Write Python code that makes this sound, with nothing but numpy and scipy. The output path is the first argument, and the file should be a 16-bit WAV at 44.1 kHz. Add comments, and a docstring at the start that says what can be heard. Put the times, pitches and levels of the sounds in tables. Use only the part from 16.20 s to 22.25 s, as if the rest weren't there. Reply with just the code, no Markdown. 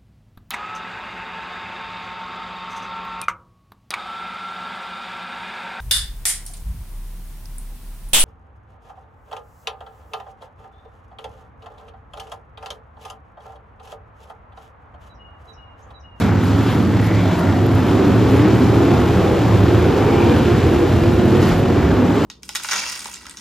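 """A dirt oval, high in the stands: open-piped V8 stock cars power out of a bend.
Each engine's unevenly firing banks bark through the exhaust and boom when the revs meet the pipe's
resonance; a few near cars stand out of the pack. Gas rasps at every firing, tyres scrape and fling
grit, one gust buffets the microphone, and the stadium throws the sound back."""
import sys
import numpy as np
from scipy import signal
from scipy.fft import rfft, irfft
from scipy.io import wavfile
from scipy.ndimage import map_coordinates

SR = 44100
rng = np.random.default_rng(int(sys.argv[2]) if len(sys.argv) > 2 else 0)


def file_out(sig):
    """Save sig as 16-bit WAV at sys.argv[1]."""
    # one column per channel
    cols = np.atleast_2d(sig).T
    # limit, then scale
    lim = np.clip(cols, -1, 1)
    pcm = np.round(lim * 32767).astype(np.int16)
    wavfile.write(sys.argv[1], SR, pcm)


N = 266805
T = np.arange(N) / SR

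# spectrum of flung shale (frequency [Hz], gain [dB])
SHALE_SPECTRUM = [(3000, 1), (7000, 3), (10000, 15.5), (11500, 2.5), (13000, 9.5), (14300, -4),
                  (15500, -30)]


def near_cars(fade_s=.082, wheelspin=.005, flutter_db=1.5, waver_db=-.7, wet_db=-11):
    """Exhausts boom near cycle harmonic 3, growl near 5, bark at the firing rate and blare above."""
    # one curve per engine line (time [s], engine cycle rate [Hz], bark level [dB])
    opening_line = [(0, 34, -31), (.17, 31.6, -31), (.3, 33.5, -31), (.5, 37.7, -35), (.68, 35.5, -25.5),
                    (.8, 35.3, -26.5), (.95, 35.4, -33), (1.15, 32.8, -31), (1.3, 32.2, -30.5),
                    (1.44, 33.9, -25), (1.56, 33.7, -31), (1.7, 35.2, -19), (1.77, 34.7, -26),
                    (1.83, 36.9, -20.5), (1.92, 36.5, -24.5), (2.02, 38.4, -23), (2.12, 39.5, -38),
                    (2.55, 38, -37), (2.92, 38.3, -34), (3.12, 40.4, -32), (3.3, 37, -42)]
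    line_b = [(2.1, 33, -20), (2.15, 34, -17.5), (2.21, 36.4, -13.8), (2.26, 39, -14), (2.31, 40.8, -19.5),
              (2.38, 41, -34), (2.6, 42, -26), (2.78, 44.7, -20), (2.88, 44.5, -30), (3.05, 46, -38)]
    line_c = [(2.8, 27.01, -42), (3.3, 31.55, -31), (3.5, 36, -37), (3.66, 35.7, -27), (3.85, 41, -28),
              (3.97, 43.6, -24.5), (4.07, 43, -24), (4.17, 43, -31), (4.27, 44.2, -22), (4.4, 43.5, -42),
              (4.52, 42, -21), (4.67, 44.4, -24), (4.73, 43.2, -25), (4.82, 42.56, -18),
              (4.93, 43.52, -23.5), (5.05, 45.37, -20), (5.2, 45.3, -28.5), (5.5, 45.98, -35)]
    line_d = [(3.35, 42.96, -29), (3.45, 43.52, -18.5), (3.6, 45.5, -25.5), (3.8, 49.37, -25),
              (3.95, 49.13, -32), (4.15, 46, -44), (4.5, 47, -26.5)]
    line_e = [(4.1, 29.98, -25), (4.27, 28.67, -27.5), (4.88, 30, -33), (5.2, 32.55, -26.5),
              (5.45, 34.46, -37), (5.57, 36.17, -20), (5.68, 35.43, -29), (5.85, 33.5, -33),
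              (6.05, 36.07, -21.5)]
    # (curve, boom at resonance [dB], throb [dB], growl [dB], far bank in the bark [dB], blare [dB])
    exhausts = [(opening_line, -16.5, 1, -26, -9.5, -39.5),
                (line_b, -22.5, 3.9, -37, -2, -34.5),
                (line_c, -21.5, 3.2, -36, -4.5, -36.5),
                (line_d, -28, 3, -37, -6, -34.5),
                (line_e, -25.5, 4.35, -32, -8, -40)]
    # (frequency [Hz], gain [dB])
    boom_spectrum = [(30, -50), (60, -22), (85, 0), (125, 0), (160, -20), (250, -42), (500, -60),
                     (4000, -110)]
    growl_spectrum = [(60, -34), (110, -35), (150, 5), (235, 0.5), (280, -12.5), (400, -46.5), (800, -73),
                      (4000, -100)]
    bark_spectrum = [(100, -55.5), (190, -12), (260, 6), (370, 2.5), (450, 4), (620, -18.5), (1200, -22),
                     (2500, -24), (6000, -48.5), (12000, -84)]
    blare_spectrum = [(250, -35.5), (480, -7.5), (750, 2), (1300, -7.5), (2400, -10.5), (3500, -17),
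                      (6000, -39.5)]
    # a pipe swings towards the stand and rings
    # (time [s], half length [s], frequency [Hz], width [Hz], glide [octaves/s], level [dB])
    flares = [(0.442, .08, 1240, 600, 0, -36.5), (.545, 0.014, 1690, 1400, 0, -37),
              (0.879, 0.14, 1960, 520, .7, -35.5), (1.282, .07, 1880, 260, 0.35, -38.5),
              (1.197, 0.1, 946, 90, -0.115, -33.5), (1.199, 0.2, 640, 140, 0, -31),
              (1.697, 0.023, 3000, 500, -0.1, -40), (2.223, 0.046, 1300, 1400, -0.1, -38),
              (2.734, 0.083, 753.4, 300, 0.28, -30), (3.097, 0.05, 820.4, 130, -0, -30.5),
              (3.117, .09, 505, 120, -0.11, -23), (3.808, 0.18, 444, 90, 0.09, -21.5),
              (3.914, 0.14, 850, 130, 0.35, -26.5), (4.012, 0.099, 2310, 350, 0.17, -36),
              (4.101, 0.18, 2995, 1100, 0.4, -39), (4.126, 0.049, 1600, 300, -0.13, -34),
              (4.143, 0.057, 518, 130, 0, -29), (4.33, 0.058, 1150, 600, .2, -35),
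              (5.28, 0.036, 2000, 2400, 0, -36.5)]
    # the opening boom of several passing cars dips briefly between them (time [s])
    dips = [.67, 1.15, 1.62, 3.05]
    dip_db = -27 * sum(swell(at_s, half_s=.028) for at_s in dips)
    booms = barks = blares = drive = 0
    for line, boom_db, throb_db, growl_db, far_bank_db, blare_db in exhausts:
        cycle_hz, bark_db = curves(line)
        present = np.clip(np.minimum(T - line[0][0], line[-1][0] - T) / fade_s + 1, 0, 1)
        revs_hz = cycle_hz * (1 + wheelspin * walk(14))
        lumps = firings(revs_hz, far_bank_db=-24.5, scatter_db=1.3, jitter_s=.00005)
        pulses = firings(revs_hz, far_bank_db, scatter_db=1.3, jitter_s=.00005)
        lumps, pulses = lumps - lumps.mean(), pulses - pulses.mean()
        boom = band(lumps, boom_spectrum, boom_db + throb_db * walk(14)) * boom_gain(cycle_hz)
        growl = band(lumps, growl_spectrum, growl_db + waver_db * walk(6.9))
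        bark = band(pulses, bark_spectrum, bark_db + flutter_db * walk(30))
        booms += present * boom * (amp(dip_db) if line is opening_line else 1)
        barks += present * (growl + bark)
        blares += present * band(lumps, blare_spectrum, blare_db)
        drive += present * lumps
    upper = barks + blares + sum(ring(drive, *flare) for flare in flares)
    return booms + upper + amp(wet_db) * echoes(upper, t60_s=2.4, gap_s=.055)


def firings(cycle_hz, far_bank_db, scatter_db, jitter_s, cylinder_db=1.85, count=4096):
    """Eight exhaust pulses a cycle; the far bank is shaded, so the beat is lumpy."""
    near_bank = np.array([1, 0, 0, 1, 0, 1, 1, 0])  # cross-plane V8: 1 leaves by the near pipe
    firing = np.arange(count)
    timing, strength = np.clip(rng.standard_normal((count, 2)), -1.5, 1.5).T
    pattern_db = far_bank_db * (1 - near_bank) + cylinder_db * rng.standard_normal(8)
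    fired = np.cumsum(cycle_hz) * 8 / SR + rng.random()
    at_sample = np.interp(firing, fired, np.arange(N), left=-N, right=2 * N) + jitter_s * SR * timing
    push = amp(pattern_db[firing % 8] + scatter_db * strength)
    live = (at_sample >= 0) & (at_sample < N - 1)
    index, fraction, push = at_sample[live].astype(int), at_sample[live] % 1, push[live]
    return np.bincount(index, push * (1 - fraction), N) + np.bincount(index + 1, push * fraction, N)


def boom_gain(cycle_hz, peak_cycle_hz=34.4, width_hz=9.5):
    """The boom is strongest when the revs sit on the pipe's resonance."""
    return 1 / (1 + (2 * (cycle_hz - peak_cycle_hz) / width_hz) ** 2)


def pack(puff_s=.0016, wash_db=-1):
    """The field's exhaust pulses rumble, drone and roar; gas puffs after each; the bowl smears them."""
    # before trim (time [s], rumble [dB], drone [dB], roar [dB])
    exhaust_levels = [(0.02, -30, -22.5, -24.5), (.6, -27, -20.5, -23), (0.95, -30, -22, -23.5),
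                      (1.5, -27.5, -22.5, -22), (1.9, -26, -21, -17.5), (2.25, -26, -21.5, -19),
                      (2.59, -26.5, -18.5, -17.5), (3.1, -26.5, -25.5, -18.5), (3.75, -22.5, -21.5, -17.5),
                      (4.13, -23.5, -22, -18), (4.33, -21, -19.5, -19), (4.41, -23.5, -17.5, -16.5),
                      (4.92, -20.5, -20.5, -18.5), (5.39, -31, -19.5, -18), (5.7, -23.5, -18.5, -18.5),
                      (5.9, -32, -20, -17.5)]
    # gas and tyres, before trim (time [s], rasp [dB], hiss [dB])
    gas_levels = [(0.02, -23.5, -36), (0.12, -25.5, -45.5), (.3, -28, -38.5), (0.53, -25, -40.5),
                  (0.67, -31, -42), (1.15, -26, -39.5), (1.45, -29.5, -42), (1.62, -26, -40),
                  (1.98, -27.5, -40), (2.17, -27.5, -39), (3.65, -26.5, -39), (3.92, -25.5, -40),
                  (4.18, -27, -37.5), (5.03, -31, -40), (5.2, -25, -37.5), (5.23, -24.5, -37),
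                  (5.32, -24.5, -37), (5.43, -32.5, -40.5), (5.65, -25, -41.5), (5.92, -28, -40.5),
                  (6.0, -26, -37)]
    # (frequency [Hz], gain [dB])
    rumble_spectrum = [(20, -46), (45, -11), (58, 4), (75, 9.5), (95, 12.5), (125, 1), (170, -20.5),
                       (300, -62.5), (3000, -100)]
    drone_spectrum = [(60, -52), (120, -7), (170, 4.5), (235, 3.5), (290, -4.5), (400, -46.5),
                      (1000, -65.5)]
    roar_spectrum = [(120, -27), (200, -20), (270, 0), (340, 3.5), (460, -0.5), (620, -10), (850, -12.5),
                     (1400, -21), (2500, -27.5), (6000, -52), (12000, -93)]
    rasp_spectrum = [(300, -3.5), (750, 3), (1000, 1), (1400, 0.5), (2000, -5.5), (3000, -14.5),
                     (6000, -35.5)]
    hiss_spectrum = [(1000, -7.5), (2200, -1), (3200, -1.5), (4500, -7.5), (5500, -9.5), (6700, -12.5),
                     (8000, -9), (9500, -38), (11000, -20), (15000, -36)]
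    rumble_db, drone_db, roar_db = curves(exhaust_levels)
    rasp_db, hiss_db = curves(gas_levels)
    pulses = pack_firings()
    gas = unit(signal.lfilter([1], [1, -np.exp(-1 / (puff_s * SR))], np.abs(pulses)))
    puffs = np.hypot(gas, amp(wash_db)) * rng.standard_normal(N)  # over an even wash of reflections
    smeared = pulses + echoes(pulses, t60_s=1.88, gap_s=.02)
    rumble = band(smeared, rumble_spectrum, rumble_db, trim_db=5)
    drone = band(smeared, drone_spectrum, drone_db, trim_db=-1)
    roar = band(smeared, roar_spectrum, roar_db, trim_db=-1)
    rasp = band(puffs, rasp_spectrum, rasp_db, trim_db=-1.5)
    hiss = band(puffs, hiss_spectrum, hiss_db + .5 * walk(35), trim_db=3)
    return rumble + drone + roar + rasp + hiss


def pack_firings(cars=30, base_cycle_hz=37, pickup_per_s=.14, swing=.06, half_s=1.0, low_cut_hz=35):
    """One car after another swings out of the bend, gaining revs while it is heard."""
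    gearing = np.resize([.78, 1.1, .92, 1.22, 1, .85, 1.16], cars)
    pulses = 0
    for pass_s, gear in zip(np.linspace(-1, T[-1] + 1, cars), gearing):
        age_s = T - pass_s
        cycle_hz = base_cycle_hz * gear * np.exp(pickup_per_s * np.clip(age_s, -2, 2) + swing * walk(4))
        present = np.exp(-.5 * (age_s / half_s) ** 2)
        pulses += present * firings(cycle_hz, far_bank_db=-18.5, scatter_db=3.5, jitter_s=.00013)
    low_cut = signal.butter(4, low_cut_hz, "high", fs=SR, output="sos")
    return signal.sosfilt(low_cut, pulses - pulses.mean())


def engine_notes(octave_db=-14, wobble=.011, flutter_db=2.4):
    """A farther car's strongest exhaust harmonic and its octave glide with the revs, shaken by ruts."""
    # (time [s], half length [s], frequency [Hz], glide [octaves/s], level [dB])
    notes = [(0.1, 0.27, 218.3, -0.17, -25.5), (.58, .13, 182, 0.12, -33),
             (0.658, 0.068, 204.9, -0.86, -25.5), (1.051, .17, 177.6, 0.023, -26.5),
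             (1.449, .11, 368, .15, -27), (1.618, 0.066, 259, -.7, -22.5), (1.879, 0.074, 376, 0.2, -27.5),
             (1.922, 0.1, 203.1, -0.15, -22.5), (2.17, 0.049, 419.9, 0, -24),
             (2.451, 0.18, 379, -0.017, -27.5), (2.42, 0.0601, 254, 1.7, -17.5),
             (2.832, 0.11, 240.6, -0.38, -26), (2.97, .07, 184.6, 0.67, -22), (3.451, .2, 189.7, .3, -24),
             (3.521, 0.091, 286, -.1, -26), (4.1, .16, 222, 0.21, -23), (4.72, .16, 306, .2, -25),
             (2.698, 0.0784, 349.6, .45, -25), (5.098, 0.13, 322, -0.35, -22),
             (5.152, 0.097, 134.4, 0.64, -21.5), (5.151, 0.13, 217, .4, -22),
             (5.35, 0.043, 167.7, -0.13, -19), (5.68, .08, 70.3, -1.94, -19),
             (5.819, 0.16, 246, -0.44, -22.5)]
    out = np.zeros(N)
    for at_s, half_s, hz, glide, db in notes:
        span = np.abs(T - at_s) < 4 * half_s
        age_s = np.clip(T[span] - at_s, -2 * half_s, 2 * half_s)
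        note_hz = hz * np.exp2(glide * age_s) * (1 + wobble * walk(40)[span])
        phase = 2 * np.pi * (np.cumsum(note_hz) / SR + rng.random())
        tone = unit(np.sin(phase) + amp(octave_db) * np.sin(2 * phase))
        out[span] += tone * swell(at_s, half_s)[span] * amp(db + flutter_db * walk(35)[span])
    return out


def skids():
    """Sliding tyres scrape in a broad band or squeal thinly in a narrow one."""
    # (time [s], half length [s], frequency [Hz], width [Hz], glide [octaves/s], level [dB])
    slides = [(.063, .05, 2200, 300, .18, -40), (.5, .035, 3200, 1800, 0, -37),
              (.97, .11, 2250, 260, .2, -39.5), (1.01, .07, 3380, 450, .6, -44),
              (1.275, .055, 1395, 35, .1, -34), (5.228, .011, 3200, 4000, 0, -35.5),
              (5.285, .04, 3600, 3500, 0, -39)]
    friction = rng.standard_normal(N)
    return sum(ring(friction, *slide) for slide in slides)


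def grit(grains_per_s=6000, spread_db=3, clump_db=1.5, wash_db=-3):
    """Shale flung from the tyres: clumps of tiny grains over a fine wash, thicker in each spray."""
    # whole field, before trim (time [s], level [dB])
    steady_levels = [(0, -44), (.15, -75), (.33, -56), (.55, -49), (.66, -58), (1.1, -56), (2.1, -53.5),
                     (5.1, -52), (5.85, -60), (6.05, -54)]
    # from sliding cars, before trim (time [s], half length [s], level [dB])
    sprays = [(0.26, .03, -47.5), (0.86, 0.027, -50), (1.194, 0.015, -50), (1.558, .03, -56),
              (1.68, 0.025, -52), (2.147, 0.039, -48), (5.285, .05, -48), (5.389, .015, -49)]
    steady_db, = curves(steady_levels)
    spray_power = sum((amp(db) * swell(at_s, half_s)) ** 2 for at_s, half_s, db in sprays)
    flow = np.sqrt(amp(steady_db) ** 2 + spray_power)
    hits = (rng.random(N) < grains_per_s / SR) * rng.standard_normal(N)
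    grains = unit(hits * amp(spread_db * np.minimum(rng.exponential(size=N), 4)))
    wash = amp(wash_db) * rng.standard_normal(N)
    return flow * band(grains + wash, SHALE_SPECTRUM, clump_db * walk(86), trim_db=4)


def stones(decay_s=.0007):
    """Larger stones strike with a short, bright crack."""
    # before trim (time [s], level [dB])
    strikes = [(0.815, -38), (0.8435, -32), (0.8704, -28.5), (1.1942, -34), (1.4651, -33), (1.5524, -29),
               (1.5808, -34), (5.218, -36), (5.2744, -35), (5.2859, -28), (5.3834, -35)]
    envelope = sum(amp(db) * (T >= at_s) * np.exp(-np.abs(T - at_s) / decay_s) for at_s, db in strikes)
    return envelope * band(rng.standard_normal(N), SHALE_SPECTRUM, trim_db=4)


def wind(at_s=5.36, half_s=.13, level_db=-29):
    """One soft gust buffets the microphone."""
    buffet = unit(resonate(rng.standard_normal(N), hz=42, width_hz=30))
    return buffet * swell(at_s, half_s) * amp(level_db)


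def echoes(x, t60_s, gap_s):
    """Dense reflections from terraces and roofs, already ringing at the start."""
    t = T[:SR]
    response = rng.standard_normal(SR) * np.exp(-np.log(1000) * t / t60_s) * (t > gap_s)
    lead_in = np.concatenate([x[:SR][::-1], x])
    return signal.fftconvolve(lead_in, response / np.linalg.norm(response))[SR:SR + N]


def ring(drive, at_s, half_s, hz, width_hz, octaves_per_s, db):
    """A resonance that swells and fades, gliding together with the sound inside it."""
    span = np.abs(T - at_s) < 4 * half_s
    age_s, bell = T[span] - at_s, swell(at_s, half_s)[span]
    warped_s = np.cumsum(np.exp2(octaves_per_s * age_s)) / SR
    warped_s -= np.interp(0, age_s, warped_s)
    rung = np.interp(warped_s, age_s, resonate(drive[span], hz, width_hz))
    out = np.zeros(N)
    out[span] = rung * bell * amp(db) / np.sqrt(np.average(rung ** 2, weights=bell ** 2))
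    return out


def resonate(x, hz, width_hz):
    """A resonance applied twice, for steep skirts."""
    b, a = signal.iirpeak(hz, hz / width_hz, fs=SR)
    return signal.lfilter(b, a, signal.lfilter(b, a, x))


def band(x, spectrum, level_db=0, trim_db=0):
    """Filter by a spectrum, then scale from rms 1 by level plus trim."""
    return unit(colour(x, spectrum)) * amp(level_db + trim_db)


def colour(x, spectrum, size=8192):
    """Causal filter through (frequency [Hz], gain [dB]) points, built from the cepstrum."""
    hz, db = np.transpose(spectrum)
    bin_hz = np.maximum(np.fft.rfftfreq(size, 1 / SR), 1)
    gain = amp(np.interp(np.log(bin_hz), np.log(hz), db))
    cepstrum = irfft(np.log(gain))
    cepstrum[1:size // 2] *= 2
    cepstrum[size // 2 + 1:] = 0
    return signal.oaconvolve(x, irfft(np.exp(rfft(cepstrum))))[:N]


def walk(rate_hz):
    """Smooth random drift with a spread near 1."""
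    knots = rng.standard_normal(512)
    return map_coordinates(knots, [T[::64] * rate_hz + 1], order=3, mode="wrap").repeat(64)[:N]


def swell(at_s, half_s):
    """Gaussian bell, peak 1."""
    return np.exp(-.5 * np.minimum(np.abs(T - at_s) / half_s, 10) ** 2)


def curves(table):
    """A timed table's columns at every sample."""
    times_s, *columns = np.transpose(table)
    return [np.interp(T, times_s, column) for column in columns]


def amp(db):
    """Decibels to gain."""
    return np.exp(np.asarray(db) * np.log(10) / 20)


def unit(x):
    """Scale to rms 1."""
    return x / np.sqrt(np.mean(x ** 2))


def scene():
    """Engines and grit in front; reflections off the surrounding seats give the width."""
    # (frequency [Hz], gain [dB])
    side_spectrum = [(60, -34), (110, -25), (200, -14.5), (380, -17), (690, -5.5), (1280, -14),
                     (2370, -32.5), (4360, -8.5), (8000, -14.5), (11500, -21), (14000, -22)]
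    mid = near_cars() + pack() + engine_notes() + skids() + grit() + stones() + wind()
    side = colour(echoes(mid, t60_s=.21, gap_s=.0046), side_spectrum)
    return np.array([mid + side, mid - side])


def record(dry):
    """Two microphone ports drift apart in phase through the treble; peaks are rounded, the top cut."""
    # (frequency [Hz], left lead [rad])
    port_phase = [(0, 0), (2500, 0), (3200, .4), (5200, .5), (5800, -1.6), (6800, -.6), (7600, -2.2),
                  (8400, -3.05), (9500, -3.25), (10000, -3.9), (12200, -5.6), (12600, -6.2), (15000, -6.3)]
    # (frequency [Hz], left minus right [dB])
    port_balance = [(110, -0.9), (200, -0.32), (350, -1.5), (690, 0.93), (1280, 0.81), (2370, -0.26)]
    ceiling, top_hz = .95, 14700
    bin_hz = np.fft.rfftfreq(N, 1 / SR)
    lead_rad = np.interp(bin_hz, *np.transpose(port_phase))
    pan_db = np.interp(bin_hz, *np.transpose(port_balance))
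    split = np.array([[.5], [-.5]])
    heard = irfft(rfft(dry) * np.exp(1j * split * lead_rad) * amp(split * pan_db), N)
    rounded = heard / (1 + np.abs(heard / ceiling) ** 8) ** (1 / 8)
    return signal.sosfilt(signal.ellip(8, .2, 70, top_hz, fs=SR, output="sos"), rounded)


dry = scene()
out = record(dry)
file_out(out)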